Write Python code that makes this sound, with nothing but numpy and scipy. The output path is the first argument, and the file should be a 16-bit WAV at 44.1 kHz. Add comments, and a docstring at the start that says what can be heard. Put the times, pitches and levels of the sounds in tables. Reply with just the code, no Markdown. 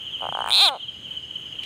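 """Crickets chirp in falling sweeps in night grass; then, close by, a frog held by a snake cries once.
Creaky ticks through a shut mouth speed up into a buzzing squeal as the mouth opens, and sink to a low
groan as it shuts. The voice is a source and a filter: pulses of the larynx ring the throat and mouth,
and soil and plants scatter the sound. Behind it lie a far cricket chorus, a thin high trill, ticking
leaves, a distant insect and a low outdoor rumble; a brief burst of mid-pitched hiss comes at the end."""
import sys
import numpy as np
from scipy import signal
from scipy.fft import rfft, irfft, next_fast_len
from scipy.io import wavfile
from scipy.ndimage import uniform_filter1d, minimum_filter1d, map_coordinates

SR = 44100
rng = np.random.default_rng(int(sys.argv[2]) if len(sys.argv) > 2 else 0)


def to_wav(sig):
    """Store sig (one row per channel, or 1-D mono) as 16-bit WAV at the path in sys.argv[1].

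    Samples outside -1..1 are clipped; the rate is SR.
    """
    pcm = np.clip(np.atleast_2d(sig), -1, 1) * 32767
    pcm = np.round(pcm).astype(np.int16)
    wavfile.write(sys.argv[1], SR, pcm.T)  # frames by channels


N = 72765

# Vibration of the larynx. Each row: time in seconds, pulse rate in Hz.
PULSE_RATE = [(0.4962, 101), (.52, 125.2), (.548, 183.9), (.567, 205.8), (.595, 294.8), (.612, 374),
              (0.629, 407.8), (.641, 406.6), (0.667, 353.4), (0.689, 298.9), (0.711, 277), (.738, 251.9),
              (.777, 118.8)]
# Strength of the throat pulses. Each row: time in seconds, level in dB.
THROAT_LEVEL = [(.497, -17.5), (.52, -22.5), (.56, -20), (.595, -16.5), (.625, -13), (.665, -8.5),
                (.70, -12.5), (.735, -16), (.76, -18.5), (.777, -27)]
# Throat tension in the cry. Each row: time in seconds, factor on the resonance frequencies.
CRY_TENSION = [(.5, 1.082), (.68, 1.03), (.77, 0.86)]
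# The mouth opening and shutting. Each row: time in seconds, pulse level in dB, resonance in Hz,
# sharpness as a factor on the dB slopes.
MOUTH_MOTION = [(.496, -25, 3300, 0.5), (.507, -8.5, 3550, 0.9), (.516, -9.5, 3600, 1.74),
                (.53, -1, 3800, 1.3), (.56, 0.5, 3956, 1.3), (.635, 0, 3800, 1), (.662, 0, 3920, 1.03),
                (.677, -1.5, 3650, 1.88), (.689, -5, 3430, 0.9), (.697, -18, 2920, 0.9),
                (.714, -48, 2850, 0.7)]
# Spectra of the throat, the open mouth and the sharp edge of a mouth pulse.
# Each row: frequency before stretching in Hz, relative level in dB.
THROAT_SPECTRUM = [(105, -46), (180, -24), (300, -21.5), (450, -15), (620, -4), (780, 2), (1100, -4),
                   (1500, -11), (1950, -33.5), (2400, -25), (4000, -32.5), (5500, -71), (12000, -66)]
MOUTH_SPECTRUM = [(500, -68), (1950, -29.5), (2300, -14), (2600, -6), (2950, -14.5), (3300, -3.5),
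                  (3700, 3), (4150, 2.5), (4400, -7), (4750, -18), (5800, -30.5), (7200, -40),
                  (10000, -55.5)]
EDGE_SPECTRUM = [(4500, -60.5), (5900, -16), (6800, -7), (7600, -3.5), (10000, -5), (12400, -21),
                 (13400, -11), (15500, -8.5), (19000, -56)]

def cry():
    """Source and filter: each larynx pulse rings the throat and, while it is open, the bright mouth."""
    jitter_s, shimmer_db, glide_s = 4e-6, 0.35, 0.0005
    mouth_hz = 3873  # resonance of the unstretched mouth spectrum
    t = np.arange(PULSE_RATE[0][0], PULSE_RATE[-1][0], 1 / SR)
    cycles = np.cumsum(at(PULSE_RATE, t)[0]) / SR
    throat, mouth, puffs = np.zeros((3, N))
    puff = decay(np.arange(SR // 20) / SR, t60=0.007)  # air escapes after each pulse
    for s in np.interp(np.arange(int(cycles[-1]) + 1), cycles, t):
        s += rng.normal(0, jitter_s)
        shimmer = amp(rng.normal(0, shimmer_db))
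        throat_pulse = pulse(THROAT_SPECTRUM, at(CRY_TENSION, s)[0], s)
        add(throat, s, shimmer * amp(at(THROAT_LEVEL, s)[0]) * throat_pulse)
        db, hz, sharpness = at(MOUTH_MOTION, s)
        mouth_pulse = pulse(MOUTH_SPECTRUM, hz / mouth_hz, s, sharpness, glide_s)
        edge = amp(-17.5) * pulse(EDGE_SPECTRUM, 0.97, s, glide_s=glide_s)
        add(mouth, s, shimmer * amp(db) * (mouth_pulse + edge))
        add(mouth, s + glide_s, shimmer * head_ring(s + glide_s))
        add(puffs, s, amp(db) * puff)
    mouth_rasp = amp(-22) * noise(MOUTH_SPECTRUM, waver_db=2, per_s=40)
    edge_rasp = amp(-26) * noise(EDGE_SPECTRUM, waver_db=3, per_s=120)
    return throat + mouth + puffs * (mouth_rasp + edge_rasp)


# Single larynx pulses before the squeal. Each row: start in seconds, level in dB.
CREAK_PULSES = [(0.2074, -32), (.2216, -20.5), (0.2306, -18.5), (0.2413, -17), (0.2536, -16), (.268, -16.5),
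                (.289, -15.5), (.3246, -15.5), (0.351, -14), (0.3719, -14), (0.3896, -12.5),
                (0.4057, -12.5), (.421, -14), (0.4424, -14), (.4612, -13.5), (.4758, -13), (0.487, -16.5)]
# Throat tension in the creaks. Each row: time in seconds, factor on the resonance frequencies.
CREAK_TENSION = [(.22, 0.92), (.40, 1.067), (.49, 1.21)]
# Sound escaping as the lips part. Each row: time in seconds, level in dB.
LIP_LEAK = [(.38, -52), (.44, -37), (.487, -15.5)]
# Wet snaps as the mouth opens. Each row: start in seconds, level in dB.
LIP_SNAPS = [(0.4967, -19), (0.507, -20)]
# Spectrum of the parting lips. Each row: frequency before stretching in Hz, relative level in dB.
LIP_SPECTRUM = [(1800, -33), (2400, 7), (4000, -3), (5400, -29), (7500, -12.5), (9300, -2), (11500, -26),
                (14800, -12.5)]

def creaks():
    """Impulse excitation: the larynx snaps open tick by tick behind a nearly shut mouth."""
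    out = np.zeros(N)
    for s, db in CREAK_PULSES:
        add(out, s, amp(db) * pulse(THROAT_SPECTRUM, at(CREAK_TENSION, s)[0], s))
        add(out, s, amp(at(LIP_LEAK, s)[0]) * pulse(LIP_SPECTRUM, 1, s))
        add(out, s, amp(rng.normal(0, 2.8)) * head_ring(s))
    for s, db in LIP_SNAPS:
        add(out, s, amp(db) * pulse(LIP_SPECTRUM, 0.96, s))
    return out


# A thin ring, higher while the mouth is open. Each row: time in seconds, level in dB, frequency in Hz.
HEAD_MODE = [(.22, -45, 9400), (.29, -39.5, 9000), (.40, -29, 8950), (.48, -23.5, 8760), (.51, -17, 9500),
             (.68, -15, 9560), (.70, -33, 8840), (.77, -51, 8350)]

def head_ring(s):
    """Damped oscillation: a pulse at time s sets one high mode ringing."""
    db, hz = at(HEAD_MODE, s)
    t = np.maximum(np.arange(SR // 40) - s * SR % 1, 0) / SR
    return amp(db) * rise(t, 0.00038) * decay(t, t60=0.0049) * np.sin(2 * np.pi * hz * t)


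def pulse(spectrum, stretch, s, sharpness=1, glide_s=0):
    """Impulse response of a cavity, its resonance frequencies times stretch, its envelope peak 1."""
    size, glide_band_hz = 2048, (3010, 4280)
    hz = np.fft.rfftfreq(size, 1 / SR)
    cepstrum = irfft(np.log(amp(sharpness * along(spectrum, hz / stretch))))
    cepstrum[1:size // 2] *= 2  # folding gives a causal, minimum-phase ring
    cepstrum[size // 2 + 1:] = 0
    # Group delay places the pulse between samples and sweeps it up through the band in glide_s.
    delay = s * SR % 1 + SR * np.interp(hz, glide_band_hz, (0, glide_s))
    ring = irfft(np.exp(rfft(cepstrum) - 2j * np.pi * np.cumsum(delay) / size))
    return ring[:size // 2] / np.abs(signal.hilbert(ring)).max()


# What plants and soil reflect. Each row: frequency in Hz, gain in dB.
REFLECTION = [(400, -12.5), (1500, 2), (5000, -1), (12000, 0)]

def echoes(voice):
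    """Diffuse scattering: a short tail from soil and stems, a long faint one from far vegetation."""
    t = np.arange(SR // 2) / SR
    scattered = np.zeros(N)
    for db, t60 in ((-14.5, 0.041), (-30, 0.69)):
        tail = rng.standard_normal(len(t)) * rise(t, 0.00092) * decay(t, t60)
        scattered += amp(db) * signal.fftconvolve(voice, tail / np.linalg.norm(tail))[:N]
    return filtered(scattered, lambda hz: amp(along(REFLECTION, hz)))


# Near crickets. Each row: middle in seconds, frequency there in Hz, relative peak in dB,
# swell width in seconds.
NEAR_CHIRPS = [(0.082, 3018, -31, 0.013), (.148, 3117, -25, 0.011), (0.215, 3042, -23.5, 0.0046),
               (.300, 3165, -28.5, 0.0041), (.351, 3168, -24.5, 0.008), (0.419, 3042, -23.5, 0.0049),
               (0.808, 3036, -26.5, 0.0078), (.837, 3136, -25.5, 0.011), (0.891, 3155, -23, 0.0056),
               (.944, 3006, -34.5, 0.0079), (1.06, 3018, -33, 0.011), (1.118, 3056, -27, 0.0041),
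               (1.176, 3046, -23.5, 0.0043), (1.237, 2987, -30, 0.0062), (1.311, 3034, -25, 0.0029),
               (1.361, 3072, -23, 0.0038), (1.466, 3020, -29.5, 0.0069), (1.528, 2940, -29, 0.0047),
               (1.556, 2920, -26.5, 0.0011), (1.594, 3080, -23, 0.0041)]
# Spectra of the far chorus and the high trill. Each row: frequency in Hz, relative level in dB.
CHORUS_SPECTRUM = [(2300, -29), (2650, -18.5), (2800, -15), (2900, -4.5), (3100, -0.5), (3270, -6),
                   (3400, -23), (3550, -28), (4200, -48)]
TRILL_SPECTRUM = [(5700, -13.5), (6000, -28), (6200, -0.5), (6650, -1), (7100, -9.5), (8000, -43)]
# Rise and fall of the far chorus. Each row: time in seconds, gain in dB.
CHORUS_GAIN = [(0, 1.5), (.8, 1.5), (1.0, -6), (1.13, -0.5), (1.27, -5), (1.39, 2.5), (1.5, -4),
               (1.65, 2.5)]

def crickets():
    """Superposition: many far chirps blur into a chorus, under near chirps and a high trill."""
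    near = sum(chirp(s, hz, db + 0.5, width_s) for s, hz, db, width_s in NEAR_CHIRPS)
    far_per_s, far = 63, np.zeros(N)
    for k in range(int(far_per_s * N / SR)):
        s = rng.normal(k, 0.5) / far_per_s
        far += chirp(s, hz=rng.normal(2986, 74), db=rng.normal(-44, 2), width_s=0.0065)
    chorus = far + amp(-38) * noise(CHORUS_SPECTRUM, waver_db=2, per_s=12.99)
    swell = amp(at(CHORUS_GAIN, np.arange(N) / SR)[0])
    trill = amp(-61.5) * noise(TRILL_SPECTRUM, waver_db=-0.8, per_s=40)
    return near + swell * chorus + trill


def chirp(s, hz, db, width_s):
    """Stridulation: one wing stroke gives a pure tone that swells and fades as its pitch falls."""
    fall_hz_per_s, length_s = 12900, 0.12
    t = np.clip(np.arange(N) / SR - s, -length_s / 2, length_s / 2)
    swell = np.cos(np.pi * t / length_s) / np.cosh(t / width_s)
    return amp(db) * swell * np.sin(2 * np.pi * (hz * t - fall_hz_per_s * t * t / 2))


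# The clearer ticks of dry leaves. Each row: start in seconds, level in dB.
CLEAR_TICKS = [(0.03, -53), (1.1126, -55)]
# Spectrum of a leaf tick. Each row: frequency in Hz, relative level in dB.
LEAF_SPECTRUM = [(3000, -27), (8000, 0.5), (15000, -2)]

def leaves():
    """Damped noise transients: dry leaves tick, a few clearly and many faintly."""
    faint_per_s, envelope = 17, np.zeros(N)
    draws = rng.random((int(faint_per_s * N / SR), 2))
    faint_ticks = [(when * N / SR, -68 + 10 * size) for when, size in draws]
    for s, db in CLEAR_TICKS + faint_ticks:
        add(envelope, s, amp(db) * decay(np.arange(SR // 20) / SR, t60=0.014))
    return envelope * noise(LEAF_SPECTRUM, waver_db=1, per_s=10)


# Spectrum of the closing hiss. Each row: frequency in Hz, relative level in dB.
BURST_SPECTRUM = [(1600, -25), (2450, 1), (4200, -4.5), (5500, -17), (9000, -20), (15000, -33)]

def hiss_burst():
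    """Windowed noise: a brief burst of mid-pitched hiss at the end."""
    burst_s, burst_width_s = 1.64, 0.0076
    swell = amp(-39.5) / np.cosh((np.arange(N) / SR - burst_s) / burst_width_s)
    return swell * noise(BURST_SPECTRUM, waver_db=3, per_s=400)


def distant_insect():
    """Amplitude modulation: a narrow band of hiss swells into three soft phrases."""
    phrases_s, half_width_s = (0.95, 1.24, 1.5), 0.05
    centre_hz, half_width_hz = 4980, 300
    t = np.arange(N) / SR
    swell = sum(np.exp(-np.square((t - s) / half_width_s)) for s in phrases_s)
    hiss = filtered(rng.standard_normal(N), lambda hz: np.exp(-((hz - centre_hz) / half_width_hz) ** 2))
    return amp(-65) * swell * unit(hiss)


# Spectrum of the outdoor air. Each row: frequency in Hz, relative level in dB.
AIR_SPECTRUM = [(20, -55), (45, -12.5), (80, 4.5), (150, 2.5), (250, -2.5), (500, -7), (1000, -20),
                (2400, -14), (3900, -14.5), (4500, -23.5), (5700, -38), (7500, -25.5), (10000, -29),
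                (11500, -47), (15000, -38)]

def night_air():
    """Ambient noise: a low rumble and faint hiss, with one soft bump, a damped low tone."""
    bump_s, bump_hz = 0.291, 150
    air = amp(-50) * noise(AIR_SPECTRUM, waver_db=0.8, per_s=3.6)
    t = np.arange(SR // 4) / SR
    envelope = amp(-30) * rise(t, 0.0027) * decay(t, t60=0.05)
    add(air, bump_s, envelope * np.sin(2 * np.pi * bump_hz * t))
    return air


def amp(db):
    """Decibels to amplitude ratio."""
    return 10 ** (np.asarray(db) / 20)


def rise(t, time_constant_s):
    """Exponential approach to 1."""
    return 1 - np.exp(-t / time_constant_s)


def decay(t, t60):
    """Exponential damping by 60 dB in t60 seconds."""
    return amp(-60 * t / t60)


def unit(x):
    """Normalisation to rms 1."""
    return x / np.sqrt(np.mean(x ** 2) + 1e-20)


def along(spectrum, hz):
    """Interpolation of a spectrum on a logarithmic frequency axis."""
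    frequencies, levels = np.transpose(spectrum)
    return np.interp(np.log(hz + 1), np.log(frequencies + 1), levels)


def at(rows, s):
    """Linear interpolation of each value column at the times s."""
    times, *columns = np.transpose(rows)
    return [np.interp(s, times, column) for column in columns]


def add(track, s, sound):
    """Superposition of a sound on a track from time s."""
    i = max(int(s * SR), 0)
    track[i:i + len(sound)] += sound[:len(track) - i]


def filtered(x, gain):
    """Zero-phase filtering by a gain that depends on frequency."""
    size = next_fast_len(N + SR // 2)
    return irfft(rfft(x, size) * gain(np.fft.rfftfreq(size, 1 / SR)), size)[:N]


def noise(spectrum, waver_db, per_s):
    """Random modulation: coloured noise whose level wavers through per_s values a second."""
    waver = map_coordinates(rng.standard_normal(256), [np.arange(N) * per_s / SR], mode="wrap")
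    coloured = filtered(rng.standard_normal(N), lambda hz: amp(along(spectrum, hz)))
    return unit(coloured * amp(waver_db * waver))


def scene():
    """Superposition of the frog and its surroundings, the same in both channels."""
    frog = creaks() + cry()
    mono = frog + echoes(frog) + night_air() + crickets() + distant_insect() + leaves() + hiss_burst()
    return np.array([mono, mono])


def record(dry):
    """Automatic gain control ducks at loud peaks and recovers slowly; a low-pass limits the band."""
    limit_db, recover_db_per_s, top_hz = -5.5, 24.5, 15650
    over_db = np.maximum(20 * np.log10(np.abs(dry).max(0) + 1e-9) - limit_db, 0)
    recovery = recover_db_per_s * np.arange(N) / SR
    duck_db = np.maximum.accumulate(over_db + recovery) - recovery
    gain = uniform_filter1d(minimum_filter1d(amp(-duck_db), size=129), size=129)
    return np.array([filtered(channel * gain, lambda hz: hz < top_hz) for channel in dry])


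dry = scene()
out = record(dry)
to_wav(out)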